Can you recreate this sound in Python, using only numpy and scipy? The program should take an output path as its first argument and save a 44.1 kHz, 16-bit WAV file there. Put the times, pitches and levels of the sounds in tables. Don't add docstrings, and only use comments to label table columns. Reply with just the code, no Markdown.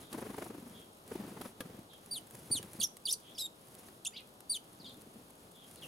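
import sys
import numpy as np
from scipy import signal
from scipy.fft import rfft, irfft, next_fast_len
from scipy.io import wavfile
from scipy.ndimage import uniform_filter1d

SR = 44100
rng = np.random.default_rng(int(sys.argv[2]) if len(sys.argv) > 2 else 0)


def wav_record(signal):
    frames = np.transpose(np.atleast_2d(signal))
    bounded = np.clip(frames, -1, 1)
    quanta = np.round(bounded * 32767).astype(np.int16)
    wavfile.write(sys.argv[1], SR, quanta)


N = 258867

# f/Hz, level/dB
GARDEN_SPECTRUM = [(25, -12), (50, -6.5), (100, -4.5), (210, 0.5), (400, -1.5), (800, -4), (1250, -7),
                   (2000, -19), (3300, -13.5), (5000, -18.5), (8000, -22), (10300, -18), (13000, -21.5),
                   (15800, -33)]
# f/Hz, L-R correlation (clipped to +-1 in use)
GARDEN_CORRELATION = [(30, 0), (100, 1.04), (250, 0.9), (500, 0.7), (1000, -0.48), (2500, -0.54),
                      (6000, 0.23), (12000, 5.5)]
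# f/Hz, L-R/dB
GARDEN_BALANCE = [(100, 0.31), (500, 3.4), (1200, 0.22), (4000, 0.21), (10000, 0.96)]
# t/s, length/s, start f/Hz, middle f/Hz, end f/Hz, level/dB, remoteness 0-1
FAR_CALLS = [(.0, .11, 4000, 3580, 3430, -64.5, 0.78), (0.723, 0.12, 3570, 3293, 3306, -62, 0.77),
             (1.876, 0.093, 3900, 3364, 3310, -63, .92), (3.206, 0.14, 3496, 3343, 3410, -61, 0.78),
             (3.341, 0.052, 6140, 4800, 4670, -57.5, 0.3), (4.133, 0.028, 4840, 4800, 5200, -58.5, .2),
             (4.794, 0.035, 5230, 4350, 3800, -58.5, 0.28), (4.839, .036, 3700, 3570, 2950, -51.5, 0.4),
             (4.845, .081, 5240, 3910, 3290, -56, 0.44), (5.518, 0.16, 3724, 3320, 3237, -64, 0.7),
             (5.752, 0.049, 5050, 4290, 3820, -64, 0.8), (5.816, 0.041, 3600, 2980, 2650, -50.5, 0.37)]
# centre t/s, half width/s, air level/dB, rustle level/dB
SHUFFLES = [(.01, 0.036, -52.5, -56), (.135, 0.021, -51.5, -57), (.74, 0.076, -58, -59.5),
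            (1.28, 0.12, -54, -62.5), (1.47, 0.031, -68, -56), (2.14, 0.11, -59, -62),
            (2.44, 0.096, -59.5, -55.5), (2.67, 0.098, -57.5, -60), (2.8, 0.047, -56, -54.5),
            (3.34, 0.081, -61, -69), (3.62, 0.04, -67, -63), (3.8, 0.11, -58, -57), (4.72, .09, -65, -78),
            (5.05, 0.35, -72, -65.5), (5.45, 0.042, -62, -66), (5.71, 0.06, -59.5, -59.5),
            (5.86, 0.055, -53.5, -55)]
# f/Hz, level/dB
AIR_SPECTRUM = [(25, -38), (55, -10.5), (110, 1), (220, 1.5), (430, -5.5), (700, -9), (1500, -15.5),
                (3000, -19), (8000, -28)]
RUSTLE_SPECTRUM = [(500, -42), (2000, -5), (4500, -5.5), (6500, -2), (8000, -4), (10200, 7), (12000, -0.5),
                   (15500, -11)]
# f/Hz, L-R correlation
WING_CORRELATION = [(100, 0.98), (250, 1), (500, 0.93), (1000, 0.58), (3000, 0.28), (10000, 0.9)]
# t/s, level/dB
TICKS = [(0.131, -37), (1.0777, -40.5), (1.415, -40), (2.061, -44), (2.309, -38.5), (2.352, -36),
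         (2.6281, -33.5), (2.7329, -37), (2.8738, -41.5), (2.9687, -36), (3.7512, -40), (3.7937, -43),
         (4.4054, -38.5), (5.019, -43), (5.3058, -45), (5.7119, -43.5), (5.7586, -41)]
# t/s, level/dB, decay/s
SLAPS = [(0.128, -37, 0.0049), (.384, -40, 0.0018), (0.424, -47, 0.0022), (1.413, -41.5, 0.0078),
         (1.461, -52, 0.0092), (1.605, -36, 0.0065), (1.933, -52, 0.0082), (2.629, -46, .0041),
         (3.885, -46, .0034)]
# f/Hz, level/dB
TICK_SPECTRUM = [(800, -5), (3000, -7.5), (6000, -8.5), (9500, 2), (12000, -2), (15500, -9)]
SLAP_SPECTRUM = [(100, -17), (350, 6), (500, 5.5), (850, -17), (1180, 2), (1450, -11), (1700, 2.5),
                 (2000, -9), (2600, -5.5), (3400, -5.5), (5500, -11), (8000, -15), (11000, -4.5),
                 (15000, -18)]
# first t/s, last t/s, count, thrum level/dB, its change/dB,
# swish level/dB, its change/dB, pressure wave re thrum/dB, stroke half width/s, whirr f/Hz
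FLIGHTS = [(.148, 0.305, 5, -39.5, -2, -43.5, -1.5, -1, 0.0071, 351),
           (.346, .425, 3, -42.5, 3, -44.5, 5.5, 3, 0.0048, 424),
           (.466, 0.548, 3, -45.5, 0.5, -48.5, -1, 3, 0.0062, 332),
           (0.584, .801, 6, -45.5, -7, -56, -9, 2.5, 0.0066, 230),
           (1.12, 1.159, 2, -39, -0.5, -43.5, -3, 2, 0.0051, 437),
           (1.207, 1.323, 4, -41.5, -6, -51.5, -3, -5, 0.0083, 220),
           (1.374, 1.457, 3, -45, 3.5, -46.5, 3.5, 1, 0.0056, 329),
           (1.613, 1.792, 5, -43.5, -3, -52.5, -7.5, 2.5, 0.0043, 201),
           (2.349, 2.473, 4, -47.5, -11, -59.5, -13, -1, 0.0072, 170),
           (2.509, 2.643, 4, -43.5, -3, -53, -4.5, 3.5, .006, 110),
           (2.753, 2.797, 2, -50, 3, -57, 5.5, 2, 0.0049, 212),
           (4.804, 5.072, 7, -53.5, 0.5, -74, 1, 2, .007, 240),
           (5.168, 5.213, 2, -52.5, -1.5, -72, -2, 0, 0.011, 237)]
# f/Hz, level/dB
THRUM_SPECTRUM = [(25, -26), (60, -49), (120, -18), (220, 10.5), (330, 1.5), (480, 0.5), (800, -36),
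                  (2000, -30)]
SWISH_SPECTRUM = [(200, -20), (450, 1), (850, -1), (1300, -6), (2200, -14), (4000, -24), (7500, -30),
                  (10000, -28), (15000, -40)]
# f/Hz, level/dB, t60/s
FEEDER_MODES = [(495, 3, 0.12), (1195, 2.5, 0.076), (1640, 0, 0.065), (2250, 2, .03), (2590, 3, 0.026),
                (3300, 0, 0.054)]
# t/s, length/s, top f/Hz, level/dB, octave/dB, higher overtones/dB, L-R/dB
FALLS = [(2.108, 0.079, 4726, -39, -5, -0.5, .6), (2.511, .079, 4630, -34.5, 3, -1.5, 0),
         (4.494, 0.08, 4706, -35, -.5, -6, 1.5)]
# t/s, f/Hz, level/dB
TWISTS = [
    [(2.800, 4536, -43), (2.807, 4496, -35), (2.815, 3240, -40), (2.822, 2715, -44), (2.836, 3336, -34.5),
     (2.845, 3700, -40)],
    [(3.054, 4790, -34), (3.064, 4620, -32), (3.079, 2856, -39.5), (3.093, 3570, -32.5),
     (3.107, 3900, -41.5), (3.119, 5980, -29), (3.124, 6400, -53), (3.133, 5000, -32), (3.143, 4200, -38)],
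    [(3.379, 2930, -44), (3.397, 4120, -37.5), (3.424, 3740, -38.5), (3.437, 3830, -41.5),
     (3.462, 3730, -38.5), (3.468, 3460, -46)],
    [(4.049, 4420, -41.5), (4.055, 3190, -41), (4.061, 2610, -39.5), (4.069, 3250, -40), (4.076, 3660, -38),
     (4.082, 3480, -52)],
]
# octave/dB, higher overtones/dB, L-R/dB
TWIST_COLOUR = [(3.5, -0.5, -5), (-7.5, -6, -2), (1.5, -7, -1), (9, 0, -.7)]
# t/s, f/Hz, level/dB
SECOND_VOICE = [
    [(2.813, 3320, -34.5), (2.823, 3445, -37), (2.832, 6080, -36), (2.836, 6610, -25.5),
     (2.841, 5900, -26.5), (2.852, 5510, -29.5), (2.859, 5340, -48)],
    [(3.094, 5230, -41), (3.105, 5200, -37.5), (3.114, 6000, -36), (3.119, 9500, -52), (3.1245, 10270, -33),
     (3.127, 9980, -17.5), (3.131, 7500, -33), (3.135, 5900, -39), (3.142, 5800, -36)],
    [(3.383, 5100, -42), (3.398, 5510, -43.5), (3.412, 4980, -42.5), (3.428, 4940, -48)],
]
# f/Hz, level/dB
THROAT_GAIN = [(2000, -35), (4000, -20), (5500, -14), (6300, -8.5), (7200, -7), (8200, -8.5), (9300, 5),
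               (10500, 0), (12000, -8.5), (14000, -15), (16000, -34)]
RASP_SPECTRUM = [(1500, -39), (2800, -1.5), (4500, 9), (6000, 2), (7500, 6), (9800, -14), (12000, 13.5),
                 (14000, 0), (15800, -33)]
# f/Hz, left phase lead/rad
PORT_PHASE = [(1000, -0.24), (4000, -0.11), (9400, 0.98), (16000, -0.9)]
# t/s, pulse rate/Hz, throat resonance f/Hz, level/dB
CHURR = [(4.123, 623, 2340, -64), (4.158, 811, 2880, -55), (4.165, 555, 3380, -45.5),
         (4.175, 634, 3900, -45), (4.194, 436, 3000, -56), (4.22, 412, 2600, -66)]


def amp(db):
    return 10 ** (np.asarray(db) / 20)


def unit(x):
    return x / np.sqrt(np.mean(x ** 2) + 1e-20)


def bell(x, width):
    return np.exp(-0.5 * (x / width) ** 2)


def read(table, hz):
    table_hz, value = np.transpose(table)
    return np.interp(np.log(hz + 1), np.log(table_hz + 1), value)


def panned(x, side_db):
    return x * np.array([amp(side_db / 2), amp(-side_db / 2)]).reshape(2, -1)


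def noise(spectrum, correlation, balance=((1000, 0),)):
    size = next_fast_len(N, real=True)
    hz = np.fft.rfftfreq(size, 1 / SR)
    left, other = rng.standard_normal((2, len(hz))) + 1j * rng.standard_normal((2, len(hz)))
    same = np.clip(read(correlation, hz), -1, 1)
    right = same * left + np.sqrt(1 - same ** 2) * other
    pair = panned(np.array([left, right]), read(balance, hz))
    out = irfft(pair * amp(read(spectrum, hz)), size)[:, :N]
    return out / np.std(out.mean(0))


def wobble(n, samples):
    return unit(uniform_filter1d(uniform_filter1d(rng.standard_normal(n), samples), samples))


def add(mix, start_s, sound):
    part = mix[..., max(round(start_s * SR), 0):][..., :sound.shape[-1]]
    part += sound[..., :part.shape[-1]]


def scatter(x, t60_s, first_s):
    t = np.arange(SR // 2) / SR
    taps = rng.standard_normal((2, len(t))) * (rng.random((2, len(t))) < 0.1)
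    taps *= amp(-60 * t / t60_s) * (t > first_s)
    taps /= np.linalg.norm(taps, axis=1, keepdims=True)
    return signal.fftconvolve(x[None], taps, axes=1)[:, :N]


def garden(level_db=-60.5):
    swell = amp(level_db + 0.43 * wobble(N, 6000))
    return swell * noise(GARDEN_SPECTRUM, GARDEN_CORRELATION, GARDEN_BALANCE)


def far_birds(blur=0.091):
    direct, distant = np.zeros((2, N))
    for start_s, length_s, *glide_hz, db, remote in FAR_CALLS:
        u = np.linspace(0, 1, int(length_s * SR))
        hz = np.polyval(np.polyfit([0, 0.5, 1], glide_hz, 2), u)
        hz *= 1 + blur * remote * wobble(len(u), 16)
        phase = 2 * np.pi * np.cumsum(hz) / SR
        swell = signal.windows.tukey(len(u), 0.5) * abs(1 + remote * wobble(len(u), 50))
        call = amp(db) * unit(swell * (np.sin(phase) + amp(-18.5) * np.sin(2 * phase)))
        add(direct, start_s, np.sqrt(1 - remote) * call)
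        add(distant, start_s, np.sqrt(remote) * call)
    return direct + scatter(distant, t60_s=0.26, first_s=0.0042)


def air_and_feathers(beats, lag_s=0.01, wake_s=0.041, calm_air_db=-70, calm_rustle_db=-75):
    t = np.arange(N) / SR
    wakes = [(at_s + lag_s, wake_s, thrum_db - 13, swish_db - 16)
             for at_s, thrum_db, swish_db, *_ in beats]
    air_power = np.full(N, amp(calm_air_db) ** 2)
    rustle_power = np.full(N, amp(calm_rustle_db) ** 2)
    for at_s, half_s, air_db, rustle_db in wakes + list(SHUFFLES):
        span = slice(max(round((at_s - 4 * half_s) * SR), 0), round((at_s + 4 * half_s) * SR))
        swell = bell(t[span] - at_s, half_s)
        air_power[span] += (amp(air_db) * swell) ** 2
        rustle_power[span] += (amp(rustle_db) * swell) ** 2
    swirl = amp(-1) * np.sqrt(air_power) * noise(AIR_SPECTRUM, WING_CORRELATION)
    grain = unit(amp(2.5 * wobble(N, 40) + 3.3 * wobble(N, 500)))
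    feathers = amp(-3.5) * np.sqrt(rustle_power) * grain * noise(RUSTLE_SPECTRUM, [(1000, 0.89)])
    return panned(swirl, 0.5) + panned(feathers, 0.2)


def contacts(tick_decay_s=0.0023, seeds_per_s=28, slap_rise_s=0.00076):
    t = np.arange(SR // 10) / SR
    ticks, slaps = np.zeros((2, N))
    tick = np.exp(-t / tick_decay_s)
    for at_s, db in TICKS:
        add(ticks, at_s, amp(db - 6) * tick)
    seed_db = -60 + 2 * np.minimum(rng.exponential(1, N), 3)
    seeds = amp(seed_db) * (rng.random(N) < seeds_per_s / SR)
    ticks += signal.oaconvolve(seeds, tick)[:N]
    for at_s, db, decay_s in SLAPS:
        add(slaps, at_s, amp(db) * np.exp(-t / decay_s) * np.minimum(t / slap_rise_s, 1))
    return ticks * noise(TICK_SPECTRUM, [(1000, 0.94)]) + slaps * noise(SLAP_SPECTRUM, WING_CORRELATION)


def strokes(uneven_db=0.83):
    for first_s, last_s, count, thrum_db, thrum_rise_db, swish_db, swish_rise_db, *shape in FLIGHTS:
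        for u in np.linspace(0, 1, round(count)):
            chance_db = uneven_db * rng.standard_normal()
            yield (first_s + u * (last_s - first_s),
                   thrum_db + u * thrum_rise_db + chance_db,
                   swish_db + u * swish_rise_db + chance_db, *shape)


def wings(beats, push_s=0.00099, whirr_spread=0.12, low_cut_hz=68):
    push, eddies, swish = np.zeros((3, N))
    offsets = np.arange(-SR // 30, SR // 30)
    t = offsets / SR
    for at_s, thrum_db, swish_db, wave_db, half_s, whirr_hz in beats:
        span = np.clip(round(at_s * SR) + offsets, 0, N - 1)
        hardness_db = np.clip(swish_db - thrum_db + 14.5, 0, 15)
        u = t / (push_s * 10 ** (-0.03 * hardness_db))
        wave = -u * np.exp((1 - u ** 2) / 2)
        cycles = whirr_hz * (1 + whirr_spread * rng.standard_normal()) * t + rng.random()
        whirr = bell(t, 1.29 * half_s) * np.sin(2 * np.pi * cycles)
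        puff = bell(t, half_s)
        push[span] += amp(thrum_db + wave_db) * wave + amp(thrum_db - 3) * whirr
        eddies[span] += amp(thrum_db - 4) * puff
        swish[span] += amp(swish_db - 2.5) * puff
    thrum = push + eddies * noise(THRUM_SPECTRUM, WING_CORRELATION)
    thrum = signal.sosfilt(signal.butter(3, low_cut_hz, "high", fs=SR, output="sos"), thrum)
    return panned(thrum, 1.4) + panned(swish * noise(SWISH_SPECTRUM, WING_CORRELATION), 2.9)


def feeder(kick_s=1.607, kick_db=-49):
    t = np.arange(SR // 4) / SR
    out = np.zeros(N)
    for hz, db, t60_s in FEEDER_MODES:
        add(out, kick_s, amp(kick_db + db - 60 * t / t60_s) * np.sin(2 * np.pi * hz * t))
    return out


def falling_chirp(start_s, length_s, top_hz, db, attack_s=0.0064, db_per_octave=8.5):
    t = np.arange(0, length_s, 1 / SR)
    crest, slide = 0.24, 0.47
    past = t / length_s - crest
    lift = 1 - 0.0457 * (past / crest) ** 2
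    drop = 1 - 0.41 * (1 - np.exp(-(past / slide) ** 2))
    ratio = np.where(past < 0, lift, drop)
    swell_db = 20 * np.log10(np.clip(t / attack_s, 0.2, 1))
    return start_s + t, top_hz * ratio, db + swell_db + db_per_octave * np.log2(ratio)


def twisting_chirp(curve):
    points_s, *columns = np.transpose(sorted(curve))
    t = np.arange(points_s[0], points_s[-1], 1 / SR)
    return t, *(uniform_filter1d(np.interp(t, points_s, c), size=130) for c in columns)


def syrinx(t, hz, db, octave_db, higher_db, jitter=0.0094, shimmer_db=1.1, edge_s=0.00052):
    slack = np.clip((3500 / hz) ** 3, 0, 1.5)
    hz = hz * (1 + jitter * slack * wobble(len(t), 30))
    phase = 2 * np.pi * np.cumsum(hz) / SR
    gate = np.clip(np.minimum(t - t[0], t[-1] - t) / edge_s, 0, 1)
    level = amp(db + shimmer_db * wobble(len(t), 60)) * gate
    partial = lambda k: amp(read(THROAT_GAIN, k * hz)) * np.cos(k * phase) * (k * hz < SR / 2)
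    overtones = amp(octave_db) * partial(2) + amp(higher_db) * (partial(3) + amp(-18) * partial(4))
    flutter = 1 + 0.22 * slack * wobble(len(t), 12)
    return t[0], level * np.exp(1j * phase), level * overtones * flutter


def near_bird(sum_tone_db=-3, rasp_db=-4, breath_db=-19):
    out, breath = np.zeros((2, N)), np.zeros(N)
    first, second = np.zeros((2, N), complex)
    chirps = [(falling_chirp(*row[:4]), row[4:]) for row in FALLS]
    chirps += zip(map(twisting_chirp, TWISTS), TWIST_COLOUR)
    for (t, hz, db), (octave_db, higher_db, side_db) in chirps:
        start_s, tone, overtones = syrinx(t, hz, db, octave_db, higher_db)
        add(first, start_s, tone)
        add(breath, start_s, abs(tone) * (3500 / hz) ** 2)
        add(out, start_s, panned(tone.real + overtones, side_db))
    for glide in map(twisting_chirp, SECOND_VOICE):
        start_s, tone, overtones = syrinx(*glide, octave_db=-4, higher_db=-4, jitter=0.0065)
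        add(second, start_s, tone)
        add(out, start_s, panned(tone.real + overtones, -0.5))
    coupling = first * second / (abs(first) + abs(second) + 1e-9)
    rasp = amp(rasp_db) * abs(coupling) + amp(breath_db) * breath
    out += amp(sum_tone_db) * coupling.real + rasp * noise(RASP_SPECTRUM, [(3000, 0.96), (9000, 0.52)])
    mono = out.mean(0)
    trunk_echo = amp(-9) * scatter(mono, t60_s=0.074, first_s=0.00065)
    garden_echo = amp(-18) * scatter(mono, t60_s=0.26, first_s=0.0039)
    return out + trunk_echo + garden_echo


def off_centre(pair):
    size = next_fast_len(N, real=True)
    half_rad = read(PORT_PHASE, np.fft.rfftfreq(size, 1 / SR)) / 2
    return irfft(rfft(pair, size) * np.exp(1j * np.array([half_rad, -half_rad])), size)[:, :N]


def churr(width_hz=520, skirt_db=-21, jitter=0.032):
    points_s, *columns = np.transpose(sorted(CHURR))
    t = np.arange(points_s[0], points_s[-1], 1 / SR)
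    rate_hz, centre_hz, db = (np.interp(t, points_s, c) for c in columns)
    phase = 2 * np.pi * np.cumsum(rate_hz * (1 + jitter * wobble(len(t), 60))) / SR
    throat = lambda hz: bell(hz - centre_hz, width_hz) + amp(skirt_db) * bell(hz - 5000, 1200)
    buzz = sum(throat(k * rate_hz) * np.cos(k * phase) for k in range(2, 17))
    out = np.zeros(N)
    add(out, t[0], amp(db) * unit(buzz))
    return out + amp(-7) * scatter(out, t60_s=0.21, first_s=0.002)


def scene():
    beats = list(strokes())
    voices = off_centre(near_bird()) + far_birds() + churr()
    return voices + wings(beats) + air_and_feathers(beats) + contacts() + feeder() + garden()


def record(dry):
    edge_hz = 15900
    lowpass = signal.firwin(511, edge_hz, window=("kaiser", 9), fs=SR)
    return signal.oaconvolve(dry, lowpass[None], "same")


dry = scene()
out = record(dry)
wav_record(out)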